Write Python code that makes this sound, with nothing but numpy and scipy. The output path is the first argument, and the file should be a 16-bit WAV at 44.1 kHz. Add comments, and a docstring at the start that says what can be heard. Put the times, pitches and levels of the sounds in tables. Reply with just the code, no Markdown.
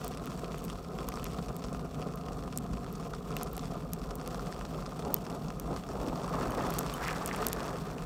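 """A bicycle on a country road in a night hail shower, heard from a camera fixed to it.
From the start the road shakes frame and mount, and the tyres hiss and spit wet grit. Hail ticks on
the camera shell, knocks on the bike and now and then pings off metal. Wind builds, puffs from 5 s
and swells over the microphone from 6 s. Near 7 s stones clack on hollow parts in a flurry;
by 8 s the gust has eased."""
import sys
import numpy as np
from scipy import signal
from scipy.fft import rfft, irfft
from scipy.io import wavfile
from scipy.ndimage import uniform_filter1d

SR = 44100
rng = np.random.default_rng(int(sys.argv[2]) if len(sys.argv) > 2 else 0)


def unload_audio(sound):
    """Save the sound as a 16-bit wav file, at the path given as the first command line argument."""
    columns = np.transpose(np.atleast_2d(sound))
    # keep every value between -1 and 1, then stretch to whole-number steps
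    steps = np.round(np.clip(columns, -1, 1) * 32767)
    wavfile.write(sys.argv[1], SR, steps.astype(np.int16))


N = 355005

# Table levels are relative; each source adds its own gain.
# frame resonances: freq_hz, width_hz, level_db
FRAME_MODES = [(48.1, 29.3, -2.5), (133.6, 53, -6.5), (163.3, 60, 0.5), (247.3, 69.6, -5)]
# camera mount resonances: freq_hz, width_hz, level_db
MOUNT_MODES = [(423, 173, 4.5), (547, 145, -7), (700, 126, 0.6), (1049, 117, -6), (1216, 160, -4),
               (1345, 185, -10.5)]
# tubing and plastic resonances: freq_hz, width_hz, level_db
BIKE_MODES = [(1780, 600, 2.5), (2596, 490, 2.5), (3430, 410, -2), (4350, 460, -5), (4790, 340, -4),
              (5420, 710, 0), (6500, 800, -4.5), (7900, 770, -2), (9100, 2100, -2.5)]
# metal part modes: freq_hz, level_db, t60_s
METAL_MODES = [(3040, -5, 0.053), (4520, -15, 0.025), (6520, -2, 0.014), (9050, 3, 0.0093),
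               (12200, -1.5, 0.016), (13950, -9, .018)]
# hollow part modes: pitch_ratio, level_db, t60_s
HOLLOW_MODES = [(0.66, -15, 0.0055), (1, 0, 0.0059), (1.3, -20, 0.004)]
# bumps and smooth patches: centre_s, length_s, frame_change_db, mount_change_db
ROAD_BUMPS = [(0.53, 0.063, 2.5, 4.5), (0.69, 0.037, 4.5, -1.5), (0.82, 0.16, -1, -4.5),
              (1.16, 0.3, -0.5, 2), (1.39, 0.027, 4, 5), (1.5, 0.06, 4, 4), (2.03, 0.16, 0.5, 3),
              (2.16, 0.049, -2, -2.5), (2.72, 0.085, 5, 0.5), (3.36, 0.17, 1.5, 2), (3.74, 0.066, 0, 3.5),
              (3.91, 0.13, 0, -4.5), (4.46, 0.081, 2, 4.5), (4.55, 0.076, -6, -1.5), (5.08, 0.054, 5, -1),
              (5.53, 0.033, -3, 0), (5.83, 0.06, -3.5, -3), (6.12, 0.054, 3.5, 4), (6.66, 0.39, 2, 2),
              (7.41, 0.11, 2, 6)]
# tyre spray spectrum: freq_hz, density_db
SPRAY_SPECTRUM = [(1000, 16.5), (1600, 6), (2000, 1), (2250, 1), (2640, 2.5), (3100, 0), (3480, 2),
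                  (3950, -0.5), (4600, 2.5), (5000, -4.5), (5400, 2.5), (6200, -2.5), (7400, -1.5),
                  (8000, -1.5), (10000, -8.5), (12000, -9.5), (14200, -7), (15300, -8), (16500, -33)]
# spray and grit off the wet road: time_s, level_db
WET_CURVE = [(0.0, -57), (0.65, -58.5), (0.85, -60.5), (1.17, -56.5), (1.9, -61), (2.95, -60.5),
             (3.45, -57.5), (3.92, -61.5), (4.45, -57.5), (4.82, -59.5), (5.15, -58), (5.6, -59.5),
             (6.37, -54), (6.85, -52), (7.6, -52.5), (7.82, -57.5), (8.05, -55.5)]
# one long gust: time_s, level_db, turbulence_edge_hz
GUST_CURVE = [(0, -72, 900), (4.8, -50.5, 930), (5.85, -58, 930), (5.99, -37.5, 835), (6.27, -41.5, 1030),
              (6.35, -41, 1230), (6.5, -38, 1240), (6.62, -35.5, 1310), (6.95, -44.5, 1330),
              (7.06, -40.5, 2010), (7.16, -40.5, 1450), (7.33, -42.5, 1720), (7.7, -41.5, 1390),
              (7.86, -48, 1370), (8.05, -50, 1490)]
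# puffs on top of the gust: centre_s, length_s, extra_db
AIR_PUFFS = [(5.09, 0.17, 15), (5.32, 0.1, 16), (5.72, 0.11, 18.5), (5.9, 0.03, 11.5), (6.35, 0.03, 7),
             (6.42, 0.064, 4), (7.425, 0.016, 7)]
# stones on metal: start_s, level_db, upper_modes_db
METAL_HITS = [(0.5822, -45, 0), (5.1652, -41.5, -6), (6.5065, -42, 1), (6.939, -34.5, -1)]
# hard stones on hollow parts: start_s, energy_db, pitch_hz
HOLLOW_HITS = [(3.3674, -14.5, 2700), (4.5255, -20.5, 1740), (7.0274, -23, 1800), (7.0306, -19, 1750),
               (7.037, -20, 2100), (7.0402, -18, 1700), (7.0503, -22, 1600), (7.06, -16, 2010),
               (7.068, -21, 1950), (7.079, -16, 1780), (7.0858, -10, 1850), (7.089, -17.5, 2000),
               (7.0922, -14.5, 2460), (7.1088, -19, 1740), (7.1186, -19, 1700), (7.1415, -20, 1750),
               (7.171, -25, 1600), (7.2935, -24, 1900), (7.3126, -12, 2020), (7.3205, -21, 1650),
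               (7.365, -19, 2100), (7.388, -19, 1440), (7.428, -19, 1600), (7.4315, -21, 1500)]
# stones on the camera shell: start_s, ring_db, crack_db, body_db, ring_hz, crack_hz
SHELL_HITS = [(0.046, -29, -19, -31, 13900, 8800), (0.0797, -25, -19, -31, 14800, 8150),
              (0.2578, -32, -28, -28, 14100, 7100), (0.6412, -32, -24, -39, 13800, 8700),
              (0.65, -29, -24, -39, 14500, 8900), (1.0876, -21.5, -16.5, -22.5, 12400, 6400),
              (1.2428, -23.5, -19, -27, 12000, 6700), (1.5656, -28, -24.5, -29, 13300, 8100),
              (2.1575, -33, -32, -45, 13700, 7100), (2.5747, -20, -7, -34, 14200, 7700),
              (2.5854, -33, -19, -26, 12200, 8600), (2.9265, -31, -34, -39, 12800, 7700),
              (3.3666, -23, -18.5, -20, 13800, 7200), (3.432, -19, -15.5, -30, 11700, 7300),
              (3.5313, -28, -32, -46, 14100, 8900), (3.567, -28, -19.5, -34, 12200, 7900),
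              (3.579, -28, -25, -21, 11800, 5900), (3.9341, -17.5, -14.5, -24, 11900, 6500),
              (4.155, -28, -22, -41, 14100, 8000), (4.276, -27, -21, -23, 11400, 6200),
              (5.1426, -3.5, -10, -20, 13900, 6000), (5.5985, -24, -19.5, -30, 12000, 6700),
              (6.7032, -27, -24.5, -36, 12100, 6400), (6.706, -29, -20, -35, 12100, 6600),
              (6.7394, -24, -19, -35, 12800, 7600), (6.7857, -21, -13, -17, 12000, 7700),
              (6.79, -14, -7.5, -27, 12300, 7200), (7.0818, -29, -17, -19, 13600, 6100),
              (7.2603, -19, -9, -25, 11700, 8750), (7.276, -25, -16, -35.5, 13100, 6800),
              (7.3617, -27, -18.5, -31, 11100, 8600), (7.4673, -10, -7.5, -17, 12900, 6100),
              (7.485, -22, -11, -29, 11700, 7600), (7.5305, -16, -10, -15, 12100, 6760)]
# distinct cracks and dull thuds on the bike and mount, from hail or a sudden puff: start_s, crack_db, pitch_hz,
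# thud_db
KNOCKS = [(0.0415, -27, 4200, -20), (0.1375, -28, 3400, -32), (0.1734, -23.5, 3500, -31),
          (0.1835, -36, 2800, -34), (0.2671, -26, 2500, -32), (0.2743, -29, 3200, -19.5),
          (0.3284, -32, 3200, -36), (0.4442, -23.5, 3100, -21), (0.4511, -38, 3600, -28),
          (0.5197, -26.5, 2900, -31), (0.5435, -25.5, 2500, -16), (0.6816, -27, 3500, -29),
          (0.6999, -21, 3700, -21), (0.7864, -34, 3600, -26), (0.8475, -32, 3200, -35),
          (0.9351, -36, 4100, -31), (0.9872, -23.5, 3100, -23), (0.9941, -31, 3400, -24),
          (1.0059, -29, 3600, -28), (1.0307, -30, 2800, -35), (1.0852, -33, 3300, -15),
          (1.1201, -24, 3100, -39), (1.1398, -26, 4800, -17), (1.1571, -25, 5700, -26),
          (1.1731, -26, 2700, -16), (1.1963, -27, 2800, -21), (1.2296, -27, 2700, -26),
          (1.2546, -23, 2600, -21), (1.2664, -24, 3500, -24), (1.3229, -30, 3700, -38),
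          (1.3865, -25.5, 3300, -21.5), (1.4608, -31, 5000, -30), (1.4841, -27, 3600, -25),
          (1.6403, -24, 4000, -32), (1.6476, -29, 4780, -39), (1.7297, -28.5, 7200, -36),
          (1.7475, -29, 3200, -19), (1.7943, -29, 4000, -24), (1.9455, -28, 3300, -27),
          (2.0173, -26, 3200, -32), (2.0263, -24.5, 2980, -28), (2.2849, -26, 3100, -20),
          (2.332, -30, 5300, -28), (2.4777, -33, 2800, -22), (2.5263, -25.5, 3400, -22),
          (2.5601, -29, 5300, -39), (2.736, -30, 4300, -26), (2.7715, -30, 2900, -24),
          (2.9553, -28, 6500, -37), (3.0493, -32, 3600, -39), (3.1368, -27, 3600, -13.5),
          (3.1499, -27, 4600, -30), (3.306, -29, 5000, -19.5), (3.3169, -28, 3700, -26),
          (3.3265, -28, 3000, -29), (3.412, -25, 3700, -17), (3.4244, -28, 3100, -21),
          (3.474, -29, 3800, -24), (3.5938, -23.5, 4500, -26), (3.6558, -26, 4380, -32),
          (4.1085, -25, 5200, -23), (4.2135, -27, 4100, -19.5), (4.2613, -27, 4000, -22),
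          (4.3456, -24, 4880, -18), (4.3948, -31, 4000, -20), (4.4686, -27.5, 3300, -33),
          (4.5254, -24.5, 4600, -34), (4.6117, -28, 2900, -18), (4.6523, -25, 4000, -22),
          (4.746, -27.5, 3700, -30), (4.8238, -34, 3900, -19), (4.8625, -23.5, 4600, -19),
          (4.9206, -31, 3300, -20), (4.9927, -26.5, 5800, -36), (5.0238, -28, 3700, -26),
          (5.0505, -25, 4800, -22), (5.1655, -30, 5100, -32), (5.2518, -31, 3400, -30),
          (5.266, -26, 4300, -21), (5.2998, -27, 5300, -26), (5.4836, -26.5, 4300, -22),
          (5.5039, -25.5, 3500, -21), (5.6775, -46, 3800, -22.5), (5.7635, -23, 5000, -16),
          (5.8895, -28, 5000, -21), (5.955, -34, 3500, -21), (6.244, -27, 5100, -17),
          (6.2787, -27, 4400, -15), (6.299, -38, 3500, -22), (6.3372, -39, 3200, -12),
          (6.4125, -34, 3400, -12.5), (6.429, -23, 2700, -14), (6.6088, -26, 2500, -20),
          (6.7228, -23, 2500, -27), (6.8635, -22, 3400, -19), (6.8975, -20, 3900, -16.5),
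          (6.9814, -26.5, 3900, -16), (7.0399, -21, 2900, -19), (7.05, -21, 4100, -28),
          (7.1087, -23, 2400, -14), (7.1826, -25, 5100, -29), (7.2891, -24, 3400, -14),
          (7.3293, -24, 5230, -20), (7.3475, -21, 2700, -16), (7.427, -21, 3400, -12),
          (7.5186, -25, 5100, -32), (7.6045, -23, 3500, -19), (7.6312, -26, 4600, -25.5),
          (7.6799, -24, 5000, -24), (7.9829, -24, 2700, -29), (8.022, -29, 3400, -22)]

WHEEL_HZ, WHEEL_PEAK_S = 2.97, 0.004


def from_db(db):
    return 10 ** (np.asarray(db) / 20)


def unit_rms(x):
    return x / np.sqrt(np.mean(x ** 2) + 1e-20)


def unit_energy(x):
    return x / np.sqrt(np.sum(x ** 2) + 1e-20)


def evened(x, window_s):
    """Divide by the running rms."""
    return x / np.sqrt(np.maximum(uniform_filter1d(x ** 2, int(window_s * SR) + 1), 1e-12))


def curves(rows):
    """Table columns interpolated to every sample."""
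    time_s, *columns = np.transpose(rows)
    return [np.interp(np.arange(N) / SR, time_s, column) for column in columns]


def swells(rows):
    """Gaussian rises and dips, one dB curve per level column."""
    t = np.arange(N) / SR
    return sum(np.outer(levels_db, np.exp(-(2 * (t - centre_s) / length_s) ** 2))
               for centre_s, length_s, *levels_db in rows)


def drift(rate_hz):
    """Smooth random wander, rms 1."""
    hop, settle = 40, 2000
    pole = np.exp(-2 * np.pi * rate_hz * hop / SR)
    noise = rng.standard_normal(N // hop + settle + 2)
    slow = signal.lfilter([1], [1, -2 * pole, pole * pole], noise)[settle:]
    return np.interp(np.arange(N) / hop, np.arange(len(slow)), unit_rms(slow))


def butter(x, cutoff_hz, kind, order=2):
    return signal.sosfilt(signal.butter(order, cutoff_hz, kind, fs=SR, output="sos"), x)


def resonate(x, hz, width_hz):
    r = np.exp(-np.pi * width_hz / SR)
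    feedback = [1, -2 * r * np.cos(2 * np.pi * hz / SR), r * r]
    return signal.lfilter(np.array([1, 0, -1]) * (1 - r * r) / 2, feedback, x)


def coupling(mode_hz, pitch_hz, span_octaves):
    """How strongly a contact of a given pitch excites a mode."""
    return 1 / np.sqrt(1 + (2 * np.log2(mode_hz / pitch_hz) / span_octaves) ** 2)


def add(out, start_s, sound):
    at = int(np.clip(round(start_s * SR), 0, N - 1))
    out[at:at + len(sound)] += sound[:N - at]


def shaken(modes):
    """Steep-sided resonances driven by random road bumps; rms 1."""
    out = 0
    for hz, width_hz, db in modes:
        band = resonate(rng.standard_normal(N), hz, width_hz)
        out += from_db(db) * unit_rms(resonate(band, hz, width_hz))
    return unit_rms(out)


def frame_rumble(load_db):
    """The road shakes the frame's low modes."""
    level_db = -40.5 + load_db + drift(2.3)
    return from_db(level_db) * evened(shaken(FRAME_MODES), window_s=0.13)


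def tyre_hiss(clumps):
    """Water torn from the road by the tread; rms 1."""
    hz, db = np.transpose(SPRAY_SPECTRUM)
    bins_hz = np.fft.rfftfreq(N, 1 / SR) + 1
    colour = from_db(np.interp(np.log(bins_hz), np.log(hz), db))
    spray = irfft(rfft(clumps * rng.standard_normal(N)) * colour, N)
    return unit_rms(butter(spray, 1060, "high"))


def grains(clumps, base_per_s, spread_db):
    """Random contacts of uneven size, crowded into clumps."""
    born = rng.random(N) < base_per_s * clumps ** 2 / SR
    size_db = spread_db * np.minimum(rng.exponential(1, N), 3)
    return born * from_db(size_db) * rng.choice([-1, 1], N)


def grit_patter(clumps):
    """Grit and small ice tap the bike's modes, each grain around its own pitch; rms 1."""
    clicks = grains(clumps, base_per_s=160, spread_db=2.5)
    low_hz, high_hz = BIKE_MODES[0][0], BIKE_MODES[-1][0]
    pitch_hz = low_hz * (high_hz / low_hz) ** rng.random(N)
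    ticks = 0
    for hz, width_hz, db in BIKE_MODES:
        taps = clicks * coupling(hz, pitch_hz, span_octaves=0.39) * rng.choice([-1, 1], N)
        ticks += from_db(db) * resonate(taps + 1e-18, hz, width_hz) / np.sqrt(width_hz)
    return unit_rms(butter(ticks, [1500, 9500], "band"))


def sleet(clumps):
    """The finest ice pricks the camera shell; rms 1."""
    clicks = grains(clumps, base_per_s=100, spread_db=-1.0)
    return unit_rms(resonate(clicks + 1e-18, hz=13500, width_hz=3200))


def mount_buzz(load_db, wind_db):
    """The mount buzzes with the road; wind shakes it harder."""
    road_db = -45.5 + load_db + 1.82 * drift(15)
    drive = np.hypot(from_db(road_db), from_db(wind_db - 7.5))
    buzz = shaken(MOUNT_MODES) * from_db(2.0 * drift(51))
    return drive * evened(buzz, window_s=0.066)


def wind_roar(wind_db, edge_hz):
    """Eddies at the microphone port: fluttering half-octave bands, rolled off above edge_hz."""
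    shared_db = 2.0 * np.clip(drift(35), -2, 1.5)
    eddies = 0
    for hz in 100 * 2 ** np.arange(0, 6.5, 0.5):
        band = unit_rms(butter(rng.standard_normal(N), [hz / 2 ** 0.25, hz * 2 ** 0.25], "band"))
        shape = 1 / np.sqrt(1 + (hz / edge_hz) ** 10.5) / np.sqrt(1 + (0.26 * edge_hz / hz) ** 2.4)
        own_db = 3.5 * np.clip(drift(93), -2, 1.5)
        eddies += band * shape * from_db(shared_db + own_db)
    return from_db(wind_db) * evened(eddies, window_s=0.19)


def impact(modes, detune, contact_s):
    """One blow; the spot struck shifts and weights the modes. Unit energy."""
    t = np.arange(SR // 25) / SR
    ring = 0
    for hz, db, t60_s in modes:
        shift, weight, phase = rng.standard_normal(3)
        envelope = from_db(db + 2 * weight - 60 * t / t60_s)
        ring += envelope * np.sin(2 * np.pi * (hz * (1 + detune * shift) * t + phase))
    attack = 1 - np.exp(-(t / contact_s) ** 2)
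    return unit_energy(ring * attack)


def ice_contact(t60_s, splinter_db):
    """A sharp contact, then a dying spray of splinters."""
    t = np.arange(SR // 40) / SR
    splinters = unit_energy(rng.standard_normal(len(t)) * from_db(-60 * t / t60_s))
    return signal.unit_impulse(len(t)) + from_db(splinter_db) * splinters


def metal_pings():
    """Stones glance off metal; a harder touch brings out the upper modes."""
    out, t = np.zeros(N), np.arange(SR // 8) / SR
    lowest, *upper = [from_db(db - 60 * t / t60_s) * np.sin(2 * np.pi * hz * t)
                      for hz, db, t60_s in METAL_MODES]
    for start_s, db, upper_db in METAL_HITS:
        add(out, start_s, from_db(db) * (lowest + from_db(upper_db) * sum(upper)))
    return out


def hollow_clacks():
    """Each struck hollow part rings for a few cycles at its own pitch."""
    out = np.zeros(N)
    for start_s, db, pitch_hz in HOLLOW_HITS:
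        modes = [(pitch_hz * ratio, mode_db, t60_s) for ratio, mode_db, t60_s in HOLLOW_MODES]
        add(out, start_s, from_db(db) * impact(modes, detune=0.015, contact_s=0.00025))
    return out


def shell_ticks():
    """Hard ice on the plastic camera shell: high ring, thin crack, a little low body."""
    out, click = np.zeros(N), signal.unit_impulse(SR // 100)
    body = butter(click, [1500, 4400], "band")
    for start_s, ring_db, crack_db, body_db, ring_hz, crack_hz in SHELL_HITS:
        ring = resonate(click, ring_hz, width_hz=1500)
        ring = butter(butter(ring, 5200, "high"), 6000, "high")
        crack = resonate(ice_contact(t60_s=0.0075, splinter_db=-7.5), crack_hz, width_hz=1550)
        crack = butter(butter(crack, 3700, "high"), [4400, 11000], "band")
        add(out, start_s, from_db(ring_db + 4.5) * unit_energy(ring))
        add(out, start_s, from_db(crack_db - 3.0) * unit_energy(crack))
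        add(out, start_s, from_db(body_db - 2.0) * unit_energy(body))
    return out


def small_stones(shower_db):
    """Random light hits, denser and harder as shower_db rises; rows as in KNOCKS."""
    chance = rng.random(N)
    size, pitch = np.clip(rng.standard_normal((2, N)), -2, 2)
    rate_per_s = 20 * from_db(shower_db)
    at = np.flatnonzero(chance < rate_per_s / SR)
    crack_db = -32 + 0.47 * shower_db[at] + 1.5 * size[at]
    pitch_hz = 4100 * 2 ** (0.14 * pitch[at])
    thud_db = crack_db + 6.5
    return list(zip(at / SR, crack_db, pitch_hz, thud_db))


def bike_crack(pitch_hz):
    """A snap rings the modes near pitch_hz; the spot struck sets their sign and strength. Unit energy."""
    contact = ice_contact(t60_s=0.029, splinter_db=-5.5)
    ring = 0
    for hz, width_hz, db in BIKE_MODES:
        weight = rng.choice([-1, 1]) * from_db(db + 2.5 * rng.standard_normal())
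        ring += weight * coupling(hz, pitch_hz, span_octaves=0.78) * resonate(contact, hz, width_hz)
    snap = butter(signal.unit_impulse(len(contact)), [pitch_hz / 2, pitch_hz * 2], "band")
    crack = unit_energy(ring) + from_db(-18) * unit_energy(snap)
    return unit_energy(butter(crack, 9300, "low"))


def bike_knocks(stones):
    """Each knock cracks on the bike and jolts the mount; a weaker crack follows a few ms later."""
    out = np.zeros(N)
    thud_modes = [(hz, db, 0.02) for hz, _, db in MOUNT_MODES[3:]]
    for start_s, crack_db, pitch_hz, thud_db in stones:
        add(out, start_s, from_db(crack_db + 1) * bike_crack(pitch_hz))
        rebound_s = start_s + rng.uniform(0.003, 0.009)
        add(out, rebound_s, from_db(crack_db - 10) * bike_crack(pitch_hz))
        add(out, start_s, from_db(thud_db + 0.5) * impact(thud_modes, detune=0.022, contact_s=0.00027))
    return out


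def scene():
    """Wheel turns and bumps shake the bike, spray hisses, the gust roars, hail strikes."""
    # each wheel turn loads frame and mount once and throws up more spray
    wheel = np.cos(2 * np.pi * WHEEL_HZ * (np.arange(N) / SR - WHEEL_PEAK_S))
    frame_bump_db, mount_bump_db = swells(ROAD_BUMPS)
    gust_db, edge_hz = curves(GUST_CURVE)
    wind_db = gust_db + swells(AIR_PUFFS)[0]
    wet_db = curves(WET_CURVE)[0] + wheel
    frame = frame_rumble(frame_bump_db + 0.73 * wheel)
    clumps = from_db(2.67 * drift(85))
    tyres = from_db(wet_db + 3.0) * tyre_hiss(clumps)
    grit = from_db(wet_db - 4.5) * grit_patter(clumps)
    ice = from_db(wet_db - 16.5) * sleet(clumps)
    mount = mount_buzz(mount_bump_db + 0.33 * wheel, wind_db)
    wind = wind_roar(wind_db, edge_hz)
    hail = shell_ticks() + metal_pings() + hollow_clacks() + bike_knocks(KNOCKS)
    hail += bike_knocks(small_stones(wet_db - wet_db.mean()))
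    return (frame + tyres + grit + ice + mount + wind + hail)[None]


def record(dry):
    """The camera cuts the deepest bass and the top."""
    return butter(butter(dry, 11, "high"), 16400, "low", order=20)


dry = scene()
out = record(dry)
unload_audio(out)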